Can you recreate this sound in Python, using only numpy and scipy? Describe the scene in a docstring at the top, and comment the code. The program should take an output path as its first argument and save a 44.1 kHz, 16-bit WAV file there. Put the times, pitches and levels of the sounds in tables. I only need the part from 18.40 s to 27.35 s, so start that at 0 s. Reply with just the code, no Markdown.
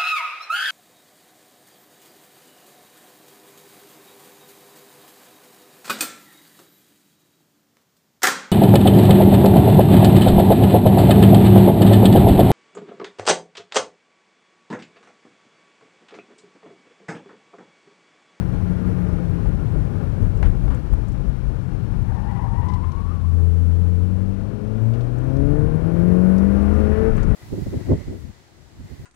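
"""Inside a four-cylinder race car, heard on the left channel. First the driver lifts off, and the firing
note falls through the cabin's resonances. The car brakes over bumps that thump the shell and rattle
loose fittings, and changes down near 2.7 s. From 3.5 s the tyres stick and slip, squealing round a
hairpin. From 5 s it pulls away at full throttle, the exhaust blaring, up to the next gear change
at 8.7 s. Throughout, the road rumbles through the shell."""
import sys
import numpy as np
from scipy import signal
from scipy.fft import rfft, irfft
from scipy.io import wavfile
from scipy.ndimage import uniform_filter1d

SR = 44100
rng = np.random.default_rng(int(sys.argv[2]) if len(sys.argv) > 2 else 0)


def output_pcm(signal):
    """Save a mono or channel-first signal as 16-bit PCM at the path in sys.argv[1].

    Samples are clipped to [-1, 1] before scaling.
    """
    pcm = np.clip(np.atleast_2d(signal).T, -1, 1) * 32767
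    wavfile.write(sys.argv[1], SR, np.round(pcm).astype(np.int16))


N = 394694
TIME, FREQS = np.arange(N) / SR, np.fft.rfftfreq(N, 1 / SR)
REFERENCE_HZ = 87.8  # firing rate from which the engine's levels are scaled
# spectrum of rushing air: (frequency [Hz], relative level [dB])
AIR_RUSH = [(350, -32), (650, 2), (1000, 1.5), (1500, -5), (2000, -11), (2700, -15), (3600, -25.5),
            (5500, -33.5), (8000, -32.5), (12500, -33)]


def engine(jitter=.005, surge=.005):
    """Periodic excitation: four firings a cycle set the phase of every engine tone."""
    firing_hz, shut, load_db = effort()
    # the crank turns unevenly from stroke to stroke (jitter), and the revs drift slowly (surge)
    unsteady_hz = firing_hz * (1 + jitter * waver(76) + surge * waver(6.92))
    phase = 2 * np.pi * np.cumsum(unsteady_hz) / SR
    out = boom_and_blare(phase, firing_hz, shut) + weak_orders(phase, firing_hz, load_db)
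    return out + rasp(phase, load_db) + driveline(phase, firing_hz, shut)


def effort():
    """Load grows with throttle and revs. Returns firing rate [Hz], throttle closure [0-1], load [dB]."""
    # coasting, braking, a change down, the hairpin, the pull: (time [s], firing rate [Hz])
    revs = [(0.0, 176.8), (0.45, 181.1), (1.05, 164.7), (1.7, 136.9), (2.55, 102.0), (2.8, 136.0),
            (3.5, 122.2), (3.95, 105), (4.3, 83.56), (4.85, 84.5), (5.1, 84.4), (5.5, 87.45), (5.9, 95.7),
            (6.35, 107.6), (6.85, 129), (7.25, 152.6), (7.65, 175.6), (8.2, 201.6), (8.68, 223.3),
            (8.78, 216), (8.95, 216.2)]
    # the accelerator: (time [s], opening [0-1])
    throttle = [(.2, 0), (.32, 0.18), (.95, 0.38), (1.25, 0), (4.2, 0.09), (4.87, 0.33), (4.95, 0.96),
                (8.69, 0.99), (8.72, 0.6)]
    firing_hz, = curves(revs)
    shut = 1 - np.clip(curves(throttle)[0], 0, 1)
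    load_db = -3 - 20.5 * shut + 12.5 * np.log2(firing_hz / REFERENCE_HZ)
    return firing_hz, shut, load_db


def boom_and_blare(phase, firing_hz, shut, flutter_db=.53):
    """Forced resonance: the firing note booms in the cabin's air, its octave blares in the exhaust."""
    # cabin air resonances: (frequency [Hz], width [Hz], full-throttle level [dB])
    cabin_modes = [(80.9, 24.5, -16), (112.8, 10.3, -19), (132.7, 130, -24), (185.9, 39.4, -16.5),
                   (213, 40, -26)]
    # exhaust resonances: (frequency [Hz], width [Hz], full-throttle level [dB])
    exhaust_modes = [(185.2, 34, -29), (222, 38.2, -30.5), (285, 38, -25), (349, 46.2, -30),
                     (456.6, 38.3, -19)]
    boom_db = resonances(cabin_modes, firing_hz) + response_dips(firing_hz) - 12.5 * shut
    blare_db = resonances(exhaust_modes, 2 * firing_hz) + response_dips(2 * firing_hz) - 27 * shut
    boom = amp(boom_db + flutter_db * waver(6.4)) * np.cos(phase)
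    blare = amp(blare_db + flutter_db * waver(13)) * np.cos(2 * phase + rng.uniform(0, 2 * np.pi))
    return np.sqrt(2) * (boom + blare)


def weak_orders(phase, firing_hz, load_db, ripple_db=6.5, rolloff_db=2.25, fade_db=5):
    """Source and filter: firing harmonics pass through the pipe, the orders between through the firewall."""
    # exhaust pipe response: (frequency [Hz], level [dB])
    pipe = [(100, -47), (245, -39.5), (285, -39.5), (330, -42), (385, -49.5), (420, -34.5), (455, -37.5),
            (485, -43.5), (520, -39), (565, -41), (620, -58), (700, -48.5), (780, -62), (1250, -55),
            (1750, -49), (2600, -73.5)]
    # firewall transmission: (frequency [Hz], level [dB])
    firewall = [(50, -44.5), (170, -58.5), (240, -57), (300, -46), (370, -57), (440, -47.5), (510, -55),
                (600, -57), (900, -75.5), (1250, -73.5), (1700, -83), (2600, -69.5), (4000, -100)]
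    # orders favoured by unequal cylinders: (multiple of the cycle rate, lift [dB])
    strong_orders = [(5, -4), (6, 0), (10, 5.5), (14, 2), (25, -7)]
    lift_db, snarl_db = dict(strong_orders), {23: 11, 27: 10}
    slow_time, slow_hz, slow_load_db = TIME[::441], firing_hz[::441], load_db[::441]
    snarl = np.interp(slow_hz, (150, 200), [0, 1])  # two high orders come in as the revs climb
    # each order swells and fades as it sweeps through the cabin's standing waves
    wave_hz = np.arange(600, 4000, 35)
    wave_db = ripple_db * rng.standard_normal(len(wave_hz)) * (wave_hz > wave_hz[0])
    standing = np.column_stack([wave_hz, wave_db])
    out = np.zeros(N)
    for order in np.setdiff1d(np.arange(2, 64), [4, 8]):  # 4 and 8 are the boom and the blare
        multiple = order / 4
        hz = slow_hz * multiple
        uneven = unit_rms(uniform_filter1d(rng.standard_normal(len(hz)), size=14))
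        if multiple.is_integer():
            db = spectrum(pipe, hz) + pipe_lift(slow_hz) + 2.3 * uneven - rolloff_db * (multiple - 3)
        else:
            db = spectrum(firewall, hz) + panels(hz) + 3 * uneven - fade_db * max(multiple - 6, 0)
            db += lift_db.get(order, 0) + snarl_db.get(order, 0) * snarl
        gain = np.interp(TIME, slow_time, amp(db + spectrum(standing, hz) + slow_load_db))
        out += gain * np.cos(phase * multiple + rng.uniform(0, 2 * np.pi))
    return out


def pipe_lift(firing_hz, tuned_hz=138.7, db_per_octave=-6):
    """Exhaust tuning [dB]: the pipe comes on song at one firing rate, on a slope against the revs."""
    slope_db = db_per_octave * np.log2(firing_hz / REFERENCE_HZ)
    return -.5 + slope_db + 6.7 * bell(firing_hz, tuned_hz, width=30)


def rasp(phase, load_db, level_db=-61):
    """Amplitude modulation: each firing gates a rush of noise, alternate ones more strongly."""
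    gate = unit_rms(np.exp(.41 * np.cos(phase) + .5 * np.cos(phase / 2)))
    return amp(level_db + load_db) * gate * noise(spectrum(AIR_RUSH, FREQS) + panels(FREQS))


def driveline(phase, firing_hz, shut, turns_per_firing=.364):
    """Forced vibration: a shaft under load drones, swelling as its rate crosses the cabin's low resonances."""
    # cabin resonances the shaft excites: (frequency [Hz], width [Hz], full-throttle level [dB])
    drone_modes = [(50.6, 30, -33), (75.67, 8.33, -19)]
    db = resonances(drone_modes, turns_per_firing * firing_hz) - 44 * shut
    return np.sqrt(2) * amp(db + .27 * waver(12)) * np.cos(turns_per_firing * phase)


def tyre(ratio, level_db, scrub_db, smear, octave_db, wander=.028, third_db=-26):
    """Stick-slip friction: the tread squeals at an unsteady rate, fuzzier while the slide is rough."""
    # the slide through the hairpin: (time [s], stick-slip rate [Hz], level [dB])
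    squeal = [(3.5, 900, -61), (3.8, 925, -41), (4.08, 939.5, -36.5), (4.36, 973.7, -38.5),
              (4.5, 1077, -45), (4.65, 1077, -42.5), (4.72, 1223, -44), (4.82, 1105, -50),
              (5.05, 1138, -60)]
    hz, db = curves(squeal)
    start, end = squeal[0][0], squeal[-1][0]
    rough = np.interp(TIME, [start, end], [.93, .23])  # the slide cleans up as the car slows
    hop = np.tanh(2 * waver(13))  # the tread catches at one pitch, then jumps to another
    rate_hz = ratio * hz * (1 + wander * hop + smear * rough * waver(225))
    phase = 2 * np.pi * np.cumsum(rate_hz) / SR
    # the overtones flare irregularly, and the shell lets less of them in as the pitch climbs
    flare = amp(3.8 * waver(30) - 55 * np.log2(hz / hz[0]))
    overtones = amp(octave_db) * np.cos(2 * phase) + amp(third_db) * np.cos(3 * phase)
    sliding = (TIME > start) & (TIME < end)
    gain = sliding * amp(db + level_db + scrub_db * rough + 3.7 * waver(60))
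    return gain * (np.cos(phase) + flare * overtones)


def thumps():
    """Damped oscillation: each jolt sets the body shell swinging at one frequency."""
    # suspension and driveline jolts: (time [s], peak level [dB], frequency [Hz], 60 dB decay time [s])
    jolts = [(1.807, -15, 96, 0.76), (2.03, -11, 69.8, 0.13), (2.527, -8, 61, 0.093),
             (8.704, -17, 29, 0.87)]
    out, t = np.zeros(N), np.arange(SR // 2) / SR
    for s, db, hz, t60 in jolts:
        add(out, s, amp(db - 60 * t / t60) * np.sin(2 * np.pi * hz * t))
    return out


def rattles(rise_s=.0004):
    """Impact excitation: each knock rings a dense cluster of quickly dying modes."""
    # loose fittings: (time [s], level [dB], centre frequency [Hz], 60 dB decay time [s])
    knocks = [(1.056, -39, 830, 0.11), (1.972, -57, 7000, .05), (2.0277, -21.5, 1020, 0.023),
              (2.033, -36.5, 1090, 0.17), (2.054, -44, 1600, 0.15), (2.279, -39, 874, 0.086),
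              (2.304, -39.5, 965, 0.32), (2.3456, -53, 7760, 0.038), (2.534, -35.5, 695, 0.042),
              (2.5358, -39, 9500, .0071), (2.6823, -55.5, 7200, .06), (2.72, -57, 6500, .04),
              (4.2842, -53.5, 3520, 0.13), (4.336, -47, 3300, .048), (4.518, -50, 4200, 0.033),
              (6.535, -52.5, 2980, 0.097), (6.608, -51, 3000, .044), (6.785, -57, 7460, 0.034),
              (6.9676, -52, 4500, 0.031), (7.981, -50, 5480, 0.045), (8.225, -57, 7805, .05),
              (8.338, -54, 5000, .04), (8.766, -53, 7000, 0.054), (8.778, -40, 1350, 0.22),
              (8.83, -47.5, 5500, 0.054)]
    # small, bright fittings ring in a narrower band: (centre frequency [Hz], width [octaves])
    bandwidths = [(1000, 0.77), (5000, .75), (7500, .35)]
    out, t = np.zeros(N), np.arange(SR // 5) / SR
    hz = np.fft.rfftfreq(len(t), 1 / SR) + 1
    for s, db, centre_hz, t60 in knocks:
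        octaves = spectrum(bandwidths, centre_hz)
        cluster = 1 / (1 + (np.log2(hz / centre_hz) / octaves) ** 2 / 2) ** 2
        ring = unit_rms(irfft(rfft(rng.standard_normal(len(t))) * cluster, len(t)))
        add(out, s, ring * amp(db - 60 * t / t60) * (1 - np.exp(-t / rise_s)))
    return out


def road(patchy_db=1, lurch_db=.5, hiss_db=-62):
    """Transmission through the shell: four noises over a hiss; grip on asphalt flickers the upper two."""
    # body shake, road rumble, tyre roar and hiss, each: (frequency [Hz], relative level [dB])
    body_shake = [(8, -33), (20, -15), (32, 5.5), (54, 8.5), (66, -2.5), (85, -32.5), (160, -88.5)]
    road_rumble = [(40, -57), (66, -3.5), (85, 0.5), (115, -1), (150, -6.5), (182, -5.5), (210, -14),
                   (300, -28), (600, -88.5)]
    tyre_roar = [(120, -43), (220, -8), (290, 3.5), (370, 0), (500, -4), (650, -11), (900, -32.5),
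                 (2000, -73)]
    hiss = [(500, -4), (3000, 6.5), (5500, -3.5), (7000, -4.5), (12500, -11)]
    lurch, asphalt = amp(lurch_db * waver(1.7)), amp(patchy_db * waver(22))
    ring_db = panels(FREQS)
    shake = noise(spectrum(body_shake, FREQS))
    shake *= rolling(db=-31.5, db_per_octave=4.5, coarse_share=.67, bump_db=2, load_db=-58.5)
    rumble = noise(spectrum(road_rumble, FREQS))
    rumble *= rolling(db=-26.5, db_per_octave=4, coarse_share=.73, bump_db=-5, load_db=-51)
    roar = noise(spectrum(tyre_roar, FREQS) + ring_db)
    roar *= rolling(db=-40, db_per_octave=8.5, coarse_share=.2, bump_db=-17.5, load_db=-46.5)
    rush = noise(spectrum(AIR_RUSH, FREQS) + ring_db)
    rush *= rolling(db=-49.5, db_per_octave=4, coarse_share=.05, bump_db=-36.5, load_db=-59)
    out = lurch * (shake + rumble) + asphalt * (roar + rush)
    return out + amp(hiss_db) * noise(spectrum(hiss, FREQS) + ring_db)


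def rolling(db, db_per_octave, coarse_share, bump_db, load_db, cruise_kmh=60):
    """Incoherent sources add in power: rolling, bumps and engine load set the gain of one road noise."""
    # the car's progress: (time [s], speed [km/h])
    speed = [(0, 85), (1.2, 79), (2, 74), (2.75, 47), (3.75, 55), (5, 35), (6.25, 45), (8.95, 89.4)]
    # texture of the asphalt: (time [s], coarseness [dB])
    surface = [(0, -1.5), (3, -2.5), (3.9, 2), (4.9, -2.5), (6.8, -9), (7.2, 2), (8.2, -5.5), (8.95, 1)]
    # rough patches: (middle time [s], duration [s], level [dB])
    bumps = [(1.072, 0.16, -23.5), (1.387, 0.22, -25.5), (1.85, 0.15, -24.5), (2.06, 0.35, -22),
             (2.298, 0.19, -19), (2.554, 0.19, -23), (2.825, 0.61, -25.5), (3.127, 0.28, -26),
             (3.563, 0.13, -36), (4.355, 1, -31.5), (7.106, 0.55, -24.5), (8.839, 0.38, -22.5)]
    octaves = np.log2(curves(speed)[0] / cruise_kmh)
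    power = amp(db + db_per_octave * octaves + coarse_share * curves(surface)[0]) ** 2
    for s, length, size_db in bumps:
        swell = np.hanning(round(length * SR))
        add(power, s - length / 2, amp(size_db + bump_db) ** 2 * swell)
    return np.sqrt(power + amp(load_db + effort()[2]) ** 2)


def whirr(level_db=-72, db_per_octave=19):
    """Broadband mechanical noise: it grows with the revs, throttle open or shut."""
    # valve gear and gearbox: (frequency [Hz], relative level [dB])
    gears = [(300, -16.5), (800, 2), (1400, 3.5), (2500, -6.5), (4000, -20), (12500, -36)]
    octaves = np.log2(effort()[0] / REFERENCE_HZ)
    return amp(level_db + db_per_octave * octaves) * noise(spectrum(gears, FREQS) + panels(FREQS))


def panels(hz):
    """Panel resonance: the colouring in dB of sound that enters the cabin."""
    # ringing panels: (frequency [Hz], width [Hz], lift [dB])
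    modes = [(229.6, 28.5, 15), (443, 57, -1), (811, 25, 6.5), (1212, 18, 4), (1424, 68, 5.5),
             (1727, 240, 2.5), (2280, 140, 2.5), (4250, 400, 3), (5530, 1000, 5)]
    return sum(db * bell(hz, centre, width) for centre, width, db in modes)


def response_dips(hz):
    """Response notches: a tone dips, in dB, at certain pitches."""
    # notches: (frequency [Hz], width [Hz], dip [dB])
    nodes = [(102.5, 6.1, -17.5), (241.5, 12, -8), (321, 16, -9)]
    return sum(db * bell(hz, centre, width) ** 2 for centre, width, db in nodes)


def resonances(modes, hz):
    """Resonant response in dB: the mode that answers most strongly rules."""
    return np.max([db + 20 * np.log10(bell(hz, centre, width)) for centre, width, db in modes], axis=0)


def bell(hz, centre, width):
    """Lorentzian resonance curve of height 1."""
    return 1 / (1 + (2 * (hz - centre) / width) ** 2)


def amp(db):
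    """Decibels to gain."""
    return 10 ** (np.asarray(db) / 20)


def unit_rms(x):
    """Scales to rms 1."""
    return x / np.sqrt(np.mean(x ** 2) + 1e-20)


def curves(rows):
    """Interpolates each column of a table of times at every sample."""
    s, *columns = np.transpose(rows)
    return [np.interp(TIME, s, column) for column in columns]


def spectrum(points, hz):
    """Interpolates a table on a log-frequency axis."""
    f, values = np.transpose(points)
    return np.interp(np.log(hz + 1), np.log(f + 1), values)


def noise(db):
    """Spectrally shaped noise of rms 1."""
    return unit_rms(irfft(rfft(rng.standard_normal(N)) * amp(db), N))


def waver(rate_hz):
    """Low-pass random fluctuation of rms 1."""
    return noise(-20 * np.log10(1 + (FREQS / rate_hz) ** 4))


def add(mix, s, sound):
    """Mixes a sound in at time s."""
    part = mix[max(round(s * SR), 0):][:len(sound)]
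    part += sound[:len(part)]


def scene():
    """Superposition: all sources meet at one cabin microphone, wired to the left channel."""
    # the loaded outer front tyre sings; the others scrub above and below it
    tyres = tyre(ratio=1, level_db=0, scrub_db=-2.5, smear=.06, octave_db=-11.5)
    tyres += tyre(ratio=1.13, level_db=-16, scrub_db=6.5, smear=.102, octave_db=-17)
    tyres += tyre(ratio=.87, level_db=-13.5, scrub_db=13.5, smear=.0905, octave_db=-15)
    cabin = engine() + whirr() + road() + tyres + thumps() + rattles()
    return np.array([2 * cabin, np.zeros(N)])


def record(dry, leak_db=-61, hiss_db=-73, cutoff_hz=12700):
    """Modulation sidebands sizzle with the bass; the right has crosstalk and hiss; both are low-passed."""
    # treble carriers of the sizzle: (frequency [Hz], modulation depth [dB])
    carriers = [(4500, -56.5), (6000, -55), (7500, -57), (9000, -50.5), (10500, -51.5), (12000, -52)]
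    sizzle = sum(amp(db) * np.cos(2 * np.pi * hz * TIME) for hz, db in carriers)
    left = dry[0] * (1 + sizzle)
    right = dry[1] + amp(leak_db) * left + amp(hiss_db) * rng.standard_normal(N)
    lowpass = signal.firwin(511, cutoff_hz, window=("kaiser", 9), fs=SR)
    return signal.oaconvolve(np.array([left, right]), lowpass[None], "same")


dry = scene()
out = record(dry)
output_pcm(out)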